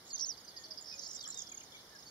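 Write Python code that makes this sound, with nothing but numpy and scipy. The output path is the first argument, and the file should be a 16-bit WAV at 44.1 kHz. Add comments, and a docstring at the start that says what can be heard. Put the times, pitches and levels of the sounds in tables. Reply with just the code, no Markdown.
"""Songbirds in an open meadow

One bird throws out a bright, falling, warbling burst. A bunting ticks faster and faster, breaks into a
jangling rattle and ends in a trill. Other birds call farther off, over a steady hiss of wind in the grass.
Each note is a gliding whistle (a sine wave that slides in pitch), scattered a little by the plants."""
import sys
import numpy as np
from scipy import signal
from scipy.fft import rfft, irfft
from scipy.io import wavfile
from scipy.ndimage import uniform_filter1d

SR = 44100
rng = np.random.default_rng(int(sys.argv[2]) if len(sys.argv) > 2 else 0)


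def master_out(mix):
    """Clip the mix to full scale and print it as 16-bit PCM to the path in sys.argv[1]."""
    frames = np.transpose(np.atleast_2d(mix))
    ceiling = np.clip(frames, -1, 1)
    pcm = np.round(ceiling * 32767).astype(np.int16)
    wavfile.write(sys.argv[1], SR, pcm)


N = 92610
WAVER_HZ, WAVER_DB = 36.3, 0.04   # how unsteady a bird's pitch and loudness are


def from_db(db):
    """Turn decibels (dB) into a number to multiply a sound by."""
    return 10 ** (np.asarray(db) / 20)


def rms_one(x):
    """Scale a signal so that its average strength (rms) is 1."""
    return x / np.sqrt(np.mean(x ** 2) + 1e-20)


def at_hz(points, hz):
    """Read between the rows of a (frequency, value) table, giving each octave equal room."""
    freqs, values = np.array(points).T
    return np.interp(np.log(hz + 1e-9), np.log(freqs), values)


def drift(rate_hz):
    """A smooth random wobble of about size 1; a higher rate makes it quicker."""
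    r = np.exp(-2 * np.pi * rate_hz / SR)
    return rms_one(signal.lfilter([1], [1, -2 * r, r * r], rng.standard_normal(N + SR))[SR:])


def span(start_s, length_s):
    """The sample numbers i that a note covers, and its progress u from 0 to 1."""
    i = np.arange(max(int(start_s * SR) + 1, 0), min(int((start_s + length_s) * SR), N))
    return i, (i / SR - start_s) / length_s


def glides(rows):
    """Notes that bend smoothly through a start, middle and end pitch."""
    for start_s, length_s, first, middle, last, db in rows:
        i, u = span(start_s, length_s)
        bend = (2 * middle - first - last) * 2 * u * (1 - u)
        yield i, u, first + (last - first) * u + bend, db


def runs(rows, note_s):
    """One short glide repeated evenly, growing louder or softer along the run."""
    for start_s, count, spacing_s, first, last, first_db, last_db in rows:
        for k, db in enumerate(np.linspace(first_db, last_db, count)):
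            yield from glides([(start_s + k * spacing_s, note_s, first, (first + last) / 2, last, db)])


def sing(notes):
    """A bird's voice box: one slightly unsteady sine wave for each note (samples, progress, Hz, dB)."""
    out, waver_hz, waver_db = np.zeros(N), WAVER_HZ * drift(160), WAVER_DB * drift(160)
    edge = 0.36   # share of a note spent fading in, and again fading out
    for i, u, hz, db in notes:
        phase = 2 * np.pi * np.cumsum(hz + waver_hz[i] * hz / 5000) / SR   # high notes waver more
        fade = np.sin(np.pi / 2 * np.clip(np.minimum(u, 1 - u) / edge, 0, 1))
        out[i] += fade * from_db(db + waver_db[i]) * np.sin(phase)
    return out


def stereo_noise(spectrum):
    """Shaped noise, alike in both ears in the bass and almost unrelated in the treble."""
    # How alike left and right are. Each row: frequency in Hz, likeness (1 the same, 0 unrelated).
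    likeness = [(60, 0.96), (170, 1), (350, 0.97), (700, 0.77), (1400, -0.06), (2800, 0.079), (5500, -0.22),
                (12000, 0.077)]
    hz = np.arange(N // 2 + 1) * SR / N
    mid, side = rfft(rng.standard_normal((2, N)))
    alike = at_hz(likeness, hz)
    pair = np.sqrt(1 + alike) * mid + np.sqrt(1 - alike) * side * [[1], [-1]]
    return rms_one(irfft(from_db(at_hz(spectrum, hz)) * pair, N))


def wind():
    """The steady rush of wind and far-off air."""
    # The tone of the wind. Each row: frequency in Hz, relative level in dB.
    spectrum = [(20, -20), (35, -9), (55, -3), (130, -1), (330, 0), (650, -2), (1000, -3.5), (1800, -5),
                (2400, -9), (3300, -8), (7000, -17.5), (9000, -12), (12000, -14.5), (15500, -20.5)]
    return from_db(-59.5) * stereo_noise(spectrum)


def grass_and_chorus():
    """Grass and distant birds blend into a high hiss in which each narrow band flickers by itself."""
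    # The tone of the hiss. Each row: frequency in Hz, relative level in dB.
    spectrum = [(2300, -29), (3200, -5.5), (4000, -1.5), (5000, 3.5), (5700, 1), (6700, -7), (7400, -4.5),
                (8200, -69)]
    hiss, hz = rfft(stereo_noise(spectrum)), np.arange(N // 2 + 1) * SR / N
    edges_hz, flicker_db, out = np.geomspace(2400, 8400, num=13), 2, 0
    for low, high in zip(edges_hz, edges_hz[1:]):
        band = irfft(hiss * (hz >= low) * (hz < high), N)
        out = out + band * from_db(flicker_db * drift(23))
    return from_db(-61.5) * rms_one(out) * from_db([[-1.75], [1.75]])   # louder on the right


def chirps():
    """Tiny, faint slides up or down, at random times, from birds all over the meadow."""
    per_second, length_s, low_hz, high_hz, max_slide_hz = 49, .011, 3398, 6840, 487
    for when, pitch, slide, softness in rng.random((int(per_second * N / SR), 4)):
        hz, half = low_hz + (high_hz - low_hz) * pitch, max_slide_hz * (slide - .5)
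        yield from glides([(when * N / SR, length_s, hz + half, hz, hz - half, -59.5 - 4 * softness)])


def falling_burst():
    """One unbroken, warbling whistle that slurs from note to note."""
    # The burst's notes. Each row: start and length in seconds, start, middle and end pitch in Hz,
    # level in dB.
    notes = [(.052, 0.033, 6760, 7000, 7200, -57), (.088, .044, 7400, 7000, 6660, -52),
             (.130, .034, 6800, 6410, 6000, -36), (.161, 0.0037, 6200, 5270, 4100, -44),
             (.178, .009, 4095, 5850, 7040, -41.5), (.190, 0.0055, 7220, 5990, 4200, -42),
             (.195, 0.01, 3920, 6580, 4040, -36), (.208, 0.009, 4360, 6270, 4740, -32.5),
             (.220, .012, 5080, 5830, 5020, -32), (.231, 0.019, 5850, 5670, 5320, -34.5),
             (.256, 0.013, 6800, 6330, 6200, -38), (.266, 0.0083, 5810, 6170, 6350, -39),
             (.277, .014, 6960, 6300, 5500, -39.5), (.289, 0.012, 6060, 5930, 5400, -35.5),
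             (.301, 0.012, 5870, 5660, 4900, -36.5), (.311, 0.018, 5250, 4890, 4370, -44)]
    pitch, gain = np.zeros(N), np.zeros(N)
    for i, u, hz, db in glides(notes):
        pitch[i], gain[i] = hz, from_db(db)
    sung = np.flatnonzero(pitch)
    pitch = np.interp(np.arange(N), sung, pitch[sung]) + WAVER_HZ * drift(204)   # slide across the gaps
    slur = int(0.0018 * SR)   # the notes run into each other over this many samples
    gain = uniform_filter1d(uniform_filter1d(gain, slur), slur) * from_db(WAVER_DB * drift(120))
    return gain * np.sin(2 * np.pi * np.cumsum(pitch) / SR)


def ticks():
    """Each of the bunting's ticks opens with a rasp, catches briefly and ends as a clean falling note."""
    # The ticks. Each row: start in seconds, pitch in Hz, level in dB.
    notes = [(0.099, 4640, -44.5), (0.37, 4900, -50), (.473, 4880, -46), (.561, 4820, -43),
             (.634, 4770, -44), (0.704, 4930, -40), (0.77, 4970, -42.5)]
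    length_s, rasp_hz, rasps_per_s, rasp_db, catch_db = .026, 520, 450, -1, -7
    rough = drift(850)
    for start_s, hz, db in notes:
        i, u = span(start_s, length_s)
        opening = np.clip((.5 - u) * 10, 0, 1)   # 1 at first, 0 from halfway on
        rasp = opening * (np.sin(2 * np.pi * rasps_per_s * u * length_s) + rough[i]) / 2
        catch = np.exp(-((u - .5) * 20) ** 2)
        fall_hz = (1 - opening) * 1200 * (.565 - u)
        yield i, u, hz + rasp_hz * rasp + fall_hz, db + rasp_db * opening + catch_db * catch


def far_calls():
    """Single whistles from birds farther off."""
    # The calls. Each row: start and length in seconds, start, middle and end pitch in Hz, level in dB.
    notes = [(.111, 0.0097, 4640, 4400, 4280, -45.5), (.131, 0.01, 4200, 4330, 4600, -57),
             (.148, 0.01, 3770, 3880, 4250, -58), (.166, .010, 3700, 3620, 3480, -54),
             (.186, 0.013, 3450, 3280, 3130, -53.5), (.248, 0.013, 4750, 4390, 4170, -45),
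             (.333, 0.017, 5070, 4600, 3700, -51.5), (.413, 0.0066, 5050, 5030, 4950, -61),
             (.444, 0.013, 6600, 6100, 5950, -54.5), (.555, 0.095, 6040, 6790, 6550, -57.5),
             (.654, 0.012, 6300, 5600, 5600, -52), (.525, 0.13, 1930, 1845, 1770, -61),
             (.910, .050, 2578, 2484, 2416, -53.5), (.910, 0.034, 3950, 3650, 3350, -61.5),
             (.940, .035, 7100, 6780, 6160, -53), (.980, 0.09, 3850, 4030, 4340, -60),
             (1.165, 0.061, 3350, 3850, 3330, -54), (1.232, 0.023, 3430, 3360, 2930, -46.5),
             (1.275, .090, 3950, 4240, 4650, -57.5), (1.285, .075, 4110, 3840, 3700, -61),
             (1.340, 0.085, 3490, 3670, 3040, -51), (1.420, .130, 3590, 3370, 3230, -60),
             (1.514, 0.0257, 2620, 2315, 2080, -55.5), (1.606, 0.016, 3690, 2636, 1960, -54),
             (1.741, 0.024, 2280, 2272, 2230, -51.5), (1.700, 0.087, 6780, 6690, 5400, -64),
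             (1.770, 0.039, 5190, 4230, 3600, -60.5), (1.895, 0.092, 1750, 1727, 1460, -59.5),
             (2.052, 0.046, 4500, 4550, 4580, -54.5), (.905, .030, 1950, 1785, 1690, -64),
             (.955, 0.03, 1650, 1500, 1410, -63), (1.575, 0.026, 2670, 2780, 2900, -59.5),
             (1.672, .014, 4200, 4340, 4650, -61.5)]
    return glides(notes)


def twitters():
    """Distant birds repeat one tiny note quickly."""
    # The twitters. Each row: start in seconds, number of notes, spacing in seconds,
    # each note's start and end pitch in Hz, first and last note's level in dB.
    rows = [(.538, 7, .041, 3540, 3320, -61, -60.5), (1.718, 7, .0135, 3636, 3190, -54.5, -59.5),
            (1.765, 4, .0115, 4210, 3740, -75, -67), (1.985, 5, .024, 6430, 6740, -65, -57)]
    return runs(rows, note_s=0.0145)


def cuckoo():
    """A cuckoo very far away sings two notes, the second one lower."""
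    # The notes. Each row: start and length in seconds, start, middle and end pitch in Hz, level in dB.
    notes = [(.660, 0.107, 647, 632, 575, -63.5), (.935, 0.12, 544, 552.4, 544, -61.5)]
    return glides(notes)


def jangle():
    """The bunting's rattle is flung between a high and a low voice."""
    # The notes. Each row: start and length in seconds, start, middle and end pitch in Hz, level in dB.
    notes = [(.809, 0.0074, 7200, 7030, 7100, -44), (.823, 0.0076, 6400, 7000, 7340, -45),
             (.971, 0.01, 5630, 5580, 5300, -51), (.991, 0.011, 7660, 5520, 5070, -39.5),
             (1.034, 0.0061, 5740, 5320, 5100, -40), (1.061, 0.013, 5740, 5420, 5150, -40.5),
             (1.075, 0.0074, 7200, 7100, 6900, -43), (1.108, 0.0079, 6900, 7140, 6000, -41),
             (1.112, 0.0076, 6060, 5370, 5400, -40.5), (1.130, .010, 5600, 7000, 7100, -44),
             (1.145, 0.02, 7030, 7250, 7130, -40), (1.161, .006, 7200, 6170, 5300, -41),
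             (1.165, 0.0058, 5400, 5500, 5250, -42), (1.176, 0.0086, 5100, 5050, 4850, -48.5),
             (1.191, 0.0075, 4850, 4780, 4600, -44.5), (1.207, 0.0075, 4650, 4490, 4480, -43.5),
             (1.224, 0.0073, 4500, 4380, 4300, -48), (1.244, 0.011, 4300, 4130, 4000, -52),
             (1.225, 0.0063, 7300, 7240, 7200, -43), (1.237, 0.0063, 7050, 7200, 7200, -43),
             (1.253, 0.015, 5880, 5460, 5120, -43.5), (1.275, 0.0059, 6930, 7220, 7350, -35),
             (1.287, 0.0052, 7060, 7240, 7400, -36.5), (1.302, 0.0089, 6750, 7200, 7700, -33.5),
             (1.321, .011, 5900, 5500, 5100, -43.5), (1.342, 0.0096, 7000, 7300, 7440, -40.5),
             (1.371, 0.0078, 7640, 6830, 5300, -38.5), (1.384, 0.013, 7020, 6880, 5240, -37),
             (1.399, 0.01, 7150, 6800, 5570, -44), (1.416, 0.0095, 7370, 6540, 4800, -38)]
    return glides(notes)


def chips():
    """Runs of very short notes that swell inside the rattle."""
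    # The runs. Each row: start in seconds, number of chips, spacing in seconds,
    # each chip's start and end pitch in Hz, first and last chip's level in dB.
    rows = [(.843, 8, .0137, 5560, 4880, -49, -41.5), (.966, 9, .0134, 3980, 5710, -53, -48),
            (1.2405, 4, 0.034, 6900, 4640, -47.5, -44)]
    return runs(rows, note_s=0.00546)


def buzzes():
    """The bunting whips its pitch up and down hundreds of times a second, which sounds like a buzz."""
    # The rattle's buzzes. Each row: start and length in seconds, pitch and its swing each way in Hz,
    # sweeps per second, start and end level in dB.
    notes = [(.850, 0.12, 5170, 545, 320, -43.5, -49), (0.975, 0.047, 5550, 496, 310, -44, -51),
             (1.005, 0.076, 5630, 1220, 264, -43.5, -45), (1.082, 0.032, 5700, 480, 310, -40, -46.5),
             (1.12, 0.051, 5510, 614, 210, -43.5, -49), (1.201, 0.016, 5400, 700, 430, -49, -35.5),
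             (1.339, 0.11, 5300, 400, 200, -53, -48.5), (1.46, 0.023, 5290, 600, 400, -53.5, -41.5)]
    uneven, throbs_per_s = drift(128), 76
    for start_s, length_s, hz, swing, rate, start_db, end_db in notes:
        i, u = span(start_s, length_s)
        turn = 2 * np.pi * np.cumsum(rate * (1 + 0.207 * uneven[i])) / SR
        sweep_db = 3.3 * (np.sin(turn) - 1)   # louder on the way down
        throb_db = -np.sin(2 * np.pi * throbs_per_s * u * length_s)
        yield i, u, hz + swing * np.cos(turn), start_db + (end_db - start_db) * u + sweep_db + throb_db


def croak():
    """One hoarse, far call: tones at three and four times the shaky pitch of a low voice."""
    i, u = span(start_s=1.255, length_s=0.038)
    hz, db = 422.4 * (1 + 0.075 * drift(240)[i]), -57
    return [(i, u, harmonic * hz, db) for harmonic in (3, 4)]


def trill():
    """Two closing trills, made of short notes that all slide down in the same way."""
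    # The notes. Each row: start in seconds, middle pitch in Hz, level in dB.
    notes = [(1.488, 6800, -47), (1.515, 6750, -43), (1.541, 6630, -45), (1.571, 6730, -42),
             (1.599, 6450, -49), (1.63, 6600, -51), (1.842, 5280, -64), (1.888, 5370, -60.5),
             (1.922, 5300, -61), (1.953, 5420, -55), (1.986, 5420, -52.5), (2.023, 5450, -52),
             (2.071, 5300, -58)]
    length_s, fall_hz = 0.0125, 950
    return glides((s, length_s, hz + fall_hz / 2, hz, hz - fall_hz / 2, db) for s, hz, db in notes)


def echoes(fade_s):
    """The left and right spectrum of a wash of tiny echoes that dies away by 60 dB in fade_s seconds."""
    t = np.arange(SR // 2) / SR
    wash = rng.standard_normal((2, len(t))) * from_db(-60 * t / fade_s)
    return rfft(wash / np.sqrt((wash ** 2).sum(axis=1, keepdims=True)), 2 * N)


def meadow(voice, singer):
    """Place a singer between two microphones; add quick scatter from the plants and a fainter tail."""
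    # Scatter from the plants. Each entry: singer, level in dB compared with the direct sound.
    scatter_db = {"burst": -14, "ticks": -4.5, "rattle": -7, "far": -3}
    # Each microphone hears the birds with its own tone. Each row: frequency in Hz, left minus right in dB.
    balance_db = [(600, -1.5), (1800, 0), (2450, 13), (3300, -1), (4400, -3), (5000, -11), (6300, -7.5),
                  (6800, -7.5), (7250, -6.5)]
    hz, right_lag_s = np.arange(N + 1) * SR / (2 * N), 0.000214
    scatter = from_db(scatter_db[singer]) * echoes(fade_s=0.072)
    tail = from_db(scatter_db[singer] - 3.5) * echoes(fade_s=0.26)
    direct = np.exp(-2j * np.pi * hz * right_lag_s * np.array([[0], [1]]))
    balance = from_db(at_hz(balance_db, hz) * np.array([[.5], [-.5]]))
    path = balance * (direct + scatter) + tail
    return irfft(rfft(voice, 2 * N) * path, 2 * N)[:, :N]


def scene():
    """All the singers over the wind."""
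    air = grass_and_chorus() + wind()
    burst = meadow(falling_burst(), "burst")
    ticking = meadow(sing(ticks()), "ticks")
    rattle = meadow(sing([*buzzes(), *chips(), *jangle(), *trill()]), "rattle")
    far = meadow(sing([*far_calls(), *cuckoo(), *twitters(), *croak()]), "far")
    return air + burst + ticking + rattle + far + meadow(sing(chirps()), "far")


def record(dry):
    """The recorder turns down two narrow bands and cuts off the highest treble."""
    # The dips in the recorder's tone. Each row: frequency in Hz, width in Hz.
    notches = [(2610, 476), (7740, 1160)]
    out, cutoff_hz = dry, 15700
    for hz, width in notches:
        out = signal.lfilter(*signal.iirnotch(hz, hz / width, fs=SR), out)
    return signal.sosfilt(signal.ellip(12, .1, 70, cutoff_hz, fs=SR, output="sos"), out)


dry = scene()
out = record(dry)
master_out(out)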